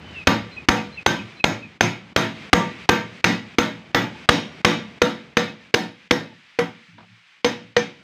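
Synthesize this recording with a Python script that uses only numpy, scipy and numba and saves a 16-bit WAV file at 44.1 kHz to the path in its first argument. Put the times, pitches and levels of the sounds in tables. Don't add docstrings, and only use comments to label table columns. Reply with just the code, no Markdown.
import sys
import numpy as np
from scipy import signal
from scipy.fft import rfft, irfft
from scipy.io import wavfile
from scipy.ndimage import uniform_filter1d, minimum_filter1d, map_coordinates
from numba import njit

SR = 44100
rng = np.random.default_rng(int(sys.argv[2]) if len(sys.argv) > 2 else 0)


def store_wav(level_fs):
    pcm = np.round(np.clip(np.atleast_2d(level_fs), -1, 1) * 32767)
    wavfile.write(sys.argv[1], SR, pcm.T.astype(np.int16))


def invert_db(level):
    return 10 ** (np.asarray(level, dtype=float) / 20)


N = 354123

BANDS_HZ = 45 * 2 ** np.arange(0, 8.6, 1 / 3)
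NOISE_BANDS = {}

# (time [s], level [dB])
VEHICLE = [(0.0, -46), (0.5, -48), (1.25, -49.5), (1.85, -55), (2.4, -45.5), (3.7, -51.5), (4.4, -45),
           (5.3, -53), (5.6, -56), (6.55, -72.5), (7.2, -87), (7.5, -69), (8.03, -58)]
# (frequency [Hz], level [dB per Hz])
RUMBLE = [(53, -37), (90, -12), (172, 2), (203, -0.5), (383, -9), (650, -12), (1500, -17), (1950, -46),
          (3300, -120)]
# (frequency [Hz], level [dB per Hz])
HISS = [(180, -59), (300, -15.5), (535, -13), (681, -11), (738, -8), (2280, 7), (4840, -8), (8780, -25),
        (10700, -46), (14000, -37)]
ENGINE_DB, TYRES_DB, DISTANT_DB = -6, -2.14, -57
LIFT_OFF_S, LIFT_OFF_DB = 1.15, -8

# (start [s], length [s], first pitch [Hz], last pitch [Hz], level [dB])
BIRD = [(0.003, 0.24, 3080, 2970, -57), (0.137, 0.11, 2884, 2470, -44), (0.515, 0.043, 4150, 4070, -55),
        (0.565, 0.032, 2606, 2450, -41), (0.603, 0.031, 2460, 2400, -54), (0.77, 0.045, 2600, 2500, -42),
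        (0.921, 0.06, 4130, 4100, -56), (0.971, 0.036, 2780, 2400, -41), (1.189, 0.037, 2640, 2400, -44.5),
        (1.352, 0.1, 4060, 4040, -61), (1.397, 0.032, 2630, 2460, -39.5), (1.619, 0.045, 2670, 2380, -48)]

# (time [s], knock level [dB], boom level [dB])
TOUCHES = [
    (6.885, -70, -39),
    (6.93, -75, -43.5),
    (6.981, -40, -49),
    (7.004, -44, -44),
    (7.03, -50, -54),
    (7.1, -72, -56),
    (7.169, -61, -65),
    (7.64, -59, -36),
    (7.68, -65, -63),
]
# (frequency [Hz], level [dB per Hz])
KNOCK = [(35, -52), (60, -23), (182, 3.5), (329, -22), (375, -43), (486, 0), (1120, -9), (5000, -28),
         (6500, -73), (11000, -120)]

# (time [s], crack [dB], clang against crack [dB], edge [dB], square [dB]).
BLOWS = [(0.271, -8, -1.5, 1, 1.5), (0.686, -1, -10.5, 5.5, 6.5), (1.062, -1.5, -9.5, 4.5, -3),
         (1.441, -4, -10, 4.5, -3.5), (1.808, -4.5, -9, 6.5, -4.5), (2.162, -2.5, -9, 5.5, -5),
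         (2.53, 2, -11.5, 2.5, 5), (2.89, -1, -9, 1, 3), (3.242, -2.5, -8, 6, -0.5),
         (3.584, -10, -3.5, 5.5, 2), (3.946, -9, -2.5, 1, -4), (4.289, 2, -12.5, 6, 2),
         (4.647, -1, -8.5, 4.5, 1), (5.017, -9, -5, 5, 5.5), (5.369, -14.5, -1, 4.5, 4),
         (5.741, -6.5, -9.5, 6.5, 2.2), (6.109, -10, -7, 5.5, 1), (6.588, -26.5, 3.5, 2.5, 4),
         (7.445, -15, -3, 7, 4), (7.765, -19, -3, 8, 3.5)]
# (frequency [Hz], level [dB per Hz])
CRACK = [(35, -31), (60, -7.5), (323, 9), (749, 2.5), (2350, 3.5), (5720, -9.5), (6280, -23), (7400, -32.5),
         (10500, -32.5), (14600, -30), (16000, -49)]
CONTACT_MS, CONTACT_MS_PER_DB, CONTACT_MS_PER_SQUARE_DB = 5.43, 0.02, 0.53
# (frequency [Hz], level [dB per Hz])
CLANG = [(24, -76), (40, -55), (101, -6), (133, -1.5), (276, 4), (444, -4.5), (479, -2.5), (810, -7),
         (896, -3), (990, -6.5), (1590, -3.5), (4600, -19), (5800, -25), (7540, -38.5), (14500, -46),
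         (16000, -52)]
# (frequency [Hz], time [s])
CLANG_T60 = [(60, 0.37), (160, 0.47), (420, 0.35), (1100, 0.28), (2900, 0.38), (7600, 0.26), (15000, 0.249)]
SHEET_LINES_DB = 5.5

# (frequency [Hz], waver [Hz], 60 dB decay [s])
BOOM = [(113, 2, .42), (176, 6, .33), (214, 5, .4), (283, 7, .28), (350, 7, .28)]
# (frequency [Hz], waver [Hz], 60 dB decay [s])
CHIME = [(750, 3, .24), (922, 2, .3), (1174, 3, .34), (1552, 3, .27)]
# (frequency [Hz], waver [Hz], 60 dB decay [s])
NOTE = [(484, 4, .14), (488, 5, .4)]
# (frequency [Hz], level [dB], 60 dB decay [s])
LID = [(619, -15, .34), (645, -18, .35), (872, -13, .38), (1330, -16, .3), (1637, -14, .23),
       (1717, -15, .25), (1795, -11, .27), (1960, -11, .33), (2089, -16, .3), (2178, -13, .3),
       (2330, -16, .33), (2444, -17, .2), (2560, -19, .35), (2830, -16, .33), (3155, -19, .3),
       (3480, -20, .26), (3693, -20, .3), (4235, -24, .28)]
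# (frequency [Hz], width [Hz], 60 dB decay [s])
STEEL = [(5480, 180, .24), (6225, 110, .13), (6600, 260, .28), (8620, 250, .22), (10000, 220, .28),
         (11000, 300, .22), (13050, 500, .2), (14370, 400, .2)]

# (level [dB], change with square or edge [dB per dB], change as the cut grows [dB per s])
THUMP_LAW = [(-21, 1.07, -0.48)]
NOTE_LAW = [(-3.8, 1.2, 2.7), (-9.5, 1.3, 0.53)]
BOOM_LAW = [(-19, -0.45, -0.69), (-20.5, 0.05, 0.3), (-21, 0.33, -0.18), (-22, 0.05, 0.66),
            (-22, -0.1, 0.17)]
CHIME_LAW = [(-39, 0.3, 3), (-17.5, 0.84, -1.5), (-23, 0.61, -1), (-19, -0.2, -9.5)]
STEEL_LAW = [(-67, 0.6, 2.2), (-31.5, 2.7, -0.3), (-29, 0.82, -1.2), (-53, 0.4, 0.6), (-64, 0.4, 2.1),
             (-50, 0.3, 0.099), (-55, -0.4, 0.19), (-36.5, -0.6, 0.3)]
BOOM_SCATTER_DB, CHIME_SCATTER_DB, STEEL_SCATTER_DB, LESSER_SCATTER_DB = 1.5, 2, 2.5, 3
LESSER_FADE_DB_PER_S = -0.55
# (time [s], level [dB])
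PINNED = [
    (3.5, -4),
    (4.65, -11),
    (5.4, -9.5),
    (6.1, -5.5),
]

# (time [s], frequency [Hz], level [dB], 60 dB decay [s])
LID_SWEET_SPOTS = [(0.273, 97.4, -16.5, 0.091), (0.686, 753, -17.5, 0.29), (0.686, 1967, -21, .3),
                   (1.06, 1552, -14, 0.26), (2.162, 647, -21, 0.38), (2.531, 1960, -23, 0.4),
                   (2.89, 1564, -13.5, .27), (3.242, 770, -21, 0.24), (3.242, 1955, -22, 0.4),
                   (4.647, 1165, -22, 0.35), (7.765, 2356, -29, 0.28)]
# (time [s], frequency [Hz], level [dB], 60 dB decay [s])
STEEL_SWEET_SPOTS = [(0.271, 14370, -43, .2), (2.532, 14370, -53.5, 0.23), (3.946, 13200, -44, 0.22),
                     (4.288, 8700, -42, 0.27), (4.288, 5620, -35, 0.44), (4.647, 8620, -44, 0.23),
                     (4.647, 5600, -29.5, 0.31), (5.741, 10000, -55, 0.38), (6.109, 5510, -30, 0.21),
                     (6.109, 10000, -57, .28), (6.588, 10070, -53, 0.18), (7.446, 14300, -53, .22),
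                     (7.765, 14400, -62, .2)]

TURN_AWAY_S, TURN_AWAY_DB, TURN_AWAY_HZ = 7.0, -7.5, 8000
MIC_TOP_HZ, LOOK_AHEAD_S = 15400, 0.03


def unit(x):
    return x / np.sqrt(np.mean(x ** 2))


def on_bands(table):
    hz, value = np.transpose(table)
    return np.interp(np.log(BANDS_HZ), np.log(hz), value)


def band_noise(shift_s, lines_db=0):
    if lines_db not in NOISE_BANDS:
        place = np.log(np.fft.rfftfreq(N, 1 / SR) + 300) / .007
        heights = np.clip(rng.standard_normal(1600), -2, 1.5)
        comb = invert_db(lines_db * map_coordinates(heights, [place], order=1))
        source = unit(irfft(rfft(rng.standard_normal(N)) * comb, N))
        edges = np.clip(BANDS_HZ[:, None] * 2 ** np.array([-1 / 6, 1 / 6]), 1, SR / 2.1)
        filters = [signal.butter(2, e, "band", fs=SR, output="sos") for e in edges]
        NOISE_BANDS[lines_db] = [signal.sosfilt(f, source) for f in filters]
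    shift = int(shift_s * SR)
    return np.array([np.roll(band, shift + 9001 * k) for k, band in enumerate(NOISE_BANDS[lines_db])])


def coloured(table):
    return unit(invert_db(on_bands(table)) @ band_noise(rng.uniform(0, N / SR)))


def walk(rate):
    k = int(SR / min(rate, 400))
    levels = rng.standard_normal(N // 100)[:N // k + 1]
    held = np.repeat(levels, k)
    return unit(uniform_filter1d(uniform_filter1d(held, k), k)[:N])


def strikes(times, gains):
    x = np.zeros(N)
    x[(np.asarray(times) * SR).astype(int)] = gains
    return x


def fade(x, t60, hz=0., rise=0.):
    turn = np.exp(2j * np.pi * hz / SR) if hz else 1.
    y = signal.lfilter([1], [1, -turn * np.exp(-np.log(1000) / (t60 * SR))], x)
    keep = np.exp(-1 / (max(rise, 1e-5) * SR))
    return signal.lfilter([1 - keep], [1, -keep * turn], y)


def burst(times, db, colour, t60, rise, scatter_db, treble_db=0., hold_ms=None, lines_db=0):
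    gains = invert_db(on_bands(colour))
    gains = gains / np.sqrt(np.sum(gains ** 2 * BANDS_HZ) / np.sum(BANDS_HZ))
    treble = np.clip(np.log2(BANDS_HZ / 1500) / 2, 0, 1)
    luck = scatter_db * rng.standard_normal((len(times), len(BANDS_HZ)))
    mix = invert_db(db[:, None] + np.outer(treble_db, treble) + luck)
    noise = band_noise(rng.uniform(0, N / SR), lines_db)
    out = np.zeros(N)
    for gain, band, sizes, band_t60 in zip(gains, noise, mix.T, t60):
        out += gain * band * fade(strikes(times, sizes), band_t60, rise=rise)
    if hold_ms is not None:
        for s, ms in zip(times, hold_ms):
            rest = out[int((s + ms / 1000) * SR):int((s + .2) * SR)]
            rest *= np.exp(-np.arange(len(rest)) / SR / .0018)
    return out


def ring(times, db, modes, rise, flutter_db):
    out = 0
    for (hz, waver_hz, t60), size in zip(modes, invert_db(db).T):
        tone = np.sin(2 * np.pi * np.cumsum(hz + waver_hz * walk(30)) / SR)
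        flutter = invert_db(flutter_db * walk(35))
        out = out + flutter * tone * fade(strikes(times, size), t60, rise=rise)
    return out


def clusters(times, db, modes):
    out = 0
    for (hz, width_hz, t60), size in zip(modes, invert_db(db).T):
        b, a = signal.iirpeak(hz, hz / width_hz, fs=SR)
        hiss = unit(signal.lfilter(b, a, signal.lfilter(b, a, rng.standard_normal(N))))
        out = out + hiss * fade(strikes(times, size), t60, rise=0.00078)
    return out


def wake(law, s, against_db, aim_db, scatter_db=0):
    base, per_aim, per_s = np.transpose(law)
    luck = scatter_db * rng.standard_normal((len(s), len(base)))
    return against_db[:, None] + base + np.outer(aim_db, per_aim) + np.outer(s, per_s) + luck


def yard():
    t = np.arange(N) / SR
    vehicle_db = np.interp(t, *np.transpose(VEHICLE))
    hum_db = vehicle_db + ENGINE_DB + LIFT_OFF_DB * np.clip((t - LIFT_OFF_S) / 0.2, 0, 1)
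    throb = coloured([(45, -33), (68, -3.0), (80, 15.5), (110, -8.5), (200, -52.5)])
    hum = invert_db(hum_db) * unit(throb + 0.78 * np.sin(2 * np.pi * 72 * t))
    rumble = invert_db(vehicle_db + 0.38 * walk(19)) * coloured(RUMBLE)
    hiss_size = np.hypot(invert_db(vehicle_db + TYRES_DB), invert_db(DISTANT_DB))
    gusts = invert_db(0.92 * walk(3.5) + 1.5 * walk(15))
    return hum + rumble + hiss_size * gusts * coloured(HISS)


def bird():
    out, jitter_hz = np.zeros(N), 28 * walk(300)
    for s, length, hz0, hz1, db in BIRD:
        start, count = int(s * SR), int(length * SR)
        u = np.arange(count) / count
        hz = hz1 + (hz0 - hz1) * (1 - u) ** 1.6 + jitter_hz[start:][:count]
        swell = invert_db(db + 8.5) * np.sin(np.pi * u ** 0.69)
        out[start:][:count] += swell * np.sin(2 * np.pi * np.cumsum(hz) / SR)
    out = out * invert_db(2.0 * walk(150))
    echo = rng.standard_normal(4000) * np.exp(-np.arange(4000) / SR / .025)
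    return out + invert_db(-33.5) * signal.fftconvolve(out, echo)[:N]


def touches():
    s, knock, boom = np.transpose(TOUCHES)
    knocks = burst(s, knock - 1.5, KNOCK, np.full(len(BANDS_HZ), .1), rise=0.00066, scatter_db=2.5)
    murmur_db = boom[:, None] + [-16, -10, -22.0, -22, -34.5]
    return knocks + ring(s, murmur_db, BOOM, rise=0.003, flutter_db=6.0)


def sweet_spots():
    waver = invert_db(1.5 * walk(35))
    lid = sum(fade(strikes([s], invert_db(db)), t60, hz, rise=0.006).imag for s, hz, db, t60 in LID_SWEET_SPOTS)
    steel = 0
    for s, hz, db, t60 in STEEL_SWEET_SPOTS:
        steel = steel + clusters([s], np.array([[db]]), [(hz, 0.025 * hz, t60)])
    return waver * lid + steel


def contact_crack(s, crack, square):
    hold = CONTACT_MS + CONTACT_MS_PER_DB * crack + CONTACT_MS_PER_SQUARE_DB * square
    return burst(s, crack + 11, CRACK, np.full(len(BANDS_HZ), .08), rise=.0007, scatter_db=1.5,
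                 hold_ms=np.clip(hold, 2, 6.5))


def lesser_modes(s, sheet):
    luck = LESSER_SCATTER_DB * rng.standard_normal((len(s), len(LID)))
    db = (sheet - 13 - LESSER_FADE_DB_PER_S * s)[:, None] + np.array(LID)[:, 1] + luck
    modes = [(hz, 0.00272 * hz, t60) for hz, _, t60 in LID]
    return ring(s, db, modes, rise=0.0046, flutter_db=7.0)


def drum():
    s, crack, clang, edge, square = np.transpose(BLOWS)
    sheet = crack + clang
    out = contact_crack(s, crack, square)
    out += burst(s, sheet - 0.5, CLANG, on_bands(CLANG_T60), rise=0.00053, scatter_db=1.5,
                 treble_db=edge, lines_db=SHEET_LINES_DB)
    thump = invert_db(wake(THUMP_LAW, s, crack, square)[:, 0] + 19.5)
    out += fade(strikes(s, thump), 0.03, 95.4, rise=0.0025).imag
    boom = wake(BOOM_LAW, s, sheet, square, BOOM_SCATTER_DB)
    boom[:, 0] += np.interp(s, *np.transpose(PINNED))
    out += ring(s, boom + 10.8, BOOM, rise=0.012, flutter_db=3.5)
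    chime = wake(CHIME_LAW, s, sheet, square, CHIME_SCATTER_DB)
    out += ring(s, chime + 10, CHIME, rise=0.0063, flutter_db=4)
    out += clusters(s, wake(STEEL_LAW, s, sheet, edge, STEEL_SCATTER_DB) + 6.5, STEEL)
    out += ring(s, wake(NOTE_LAW, s, sheet, square) - 7, NOTE, rise=0.0026, flutter_db=0.5)
    return out + lesser_modes(s, sheet)


def scene():
    near = drum()
    dull = signal.sosfiltfilt(signal.butter(4, TURN_AWAY_HZ, fs=SR, output="sos"), near)
    top = invert_db(TURN_AWAY_DB * np.clip((np.arange(N) / SR - TURN_AWAY_S) / 0.6, 0, 1))
    return (dull + top * (near - dull) + touches() + bird() + yard() + sweet_spots())[None]


@njit
def release(gain, step):
    out, g = np.empty(len(gain)), 1.
    for i in range(len(gain)):
        g = min(gain[i], g + (1 - g) * step)
        out[i] = g
    return out


def band_limit(x):
    return signal.sosfilt(signal.butter(12, 16760, fs=SR, output="sos"), x)


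def record(dry):
    dry = signal.sosfilt(signal.ellip(8, .2, 60, MIC_TOP_HZ, fs=SR, output="sos"), dry)
    dry = signal.sosfilt(signal.butter(3, 44, "high", fs=SR, output="sos"), dry)
    wanted = np.minimum(1, invert_db(-6.0) / (np.abs(dry[0]) + 1e-9)) ** 0.68
    ahead = int(LOOK_AHEAD_S * SR)
    early = minimum_filter1d(wanted, size=ahead, origin=-(ahead // 2))
    gain = uniform_filter1d(release(early, 1 / (.06 * SR)), size=64)
    x = invert_db(2.5) * dry * gain
    ceiling = .95
    clipped = ceiling * x / (ceiling ** 6 + x ** 6) ** (1 / 6)
    return band_limit(clipped)


dry = scene()
out = record(dry)
store_wav(out)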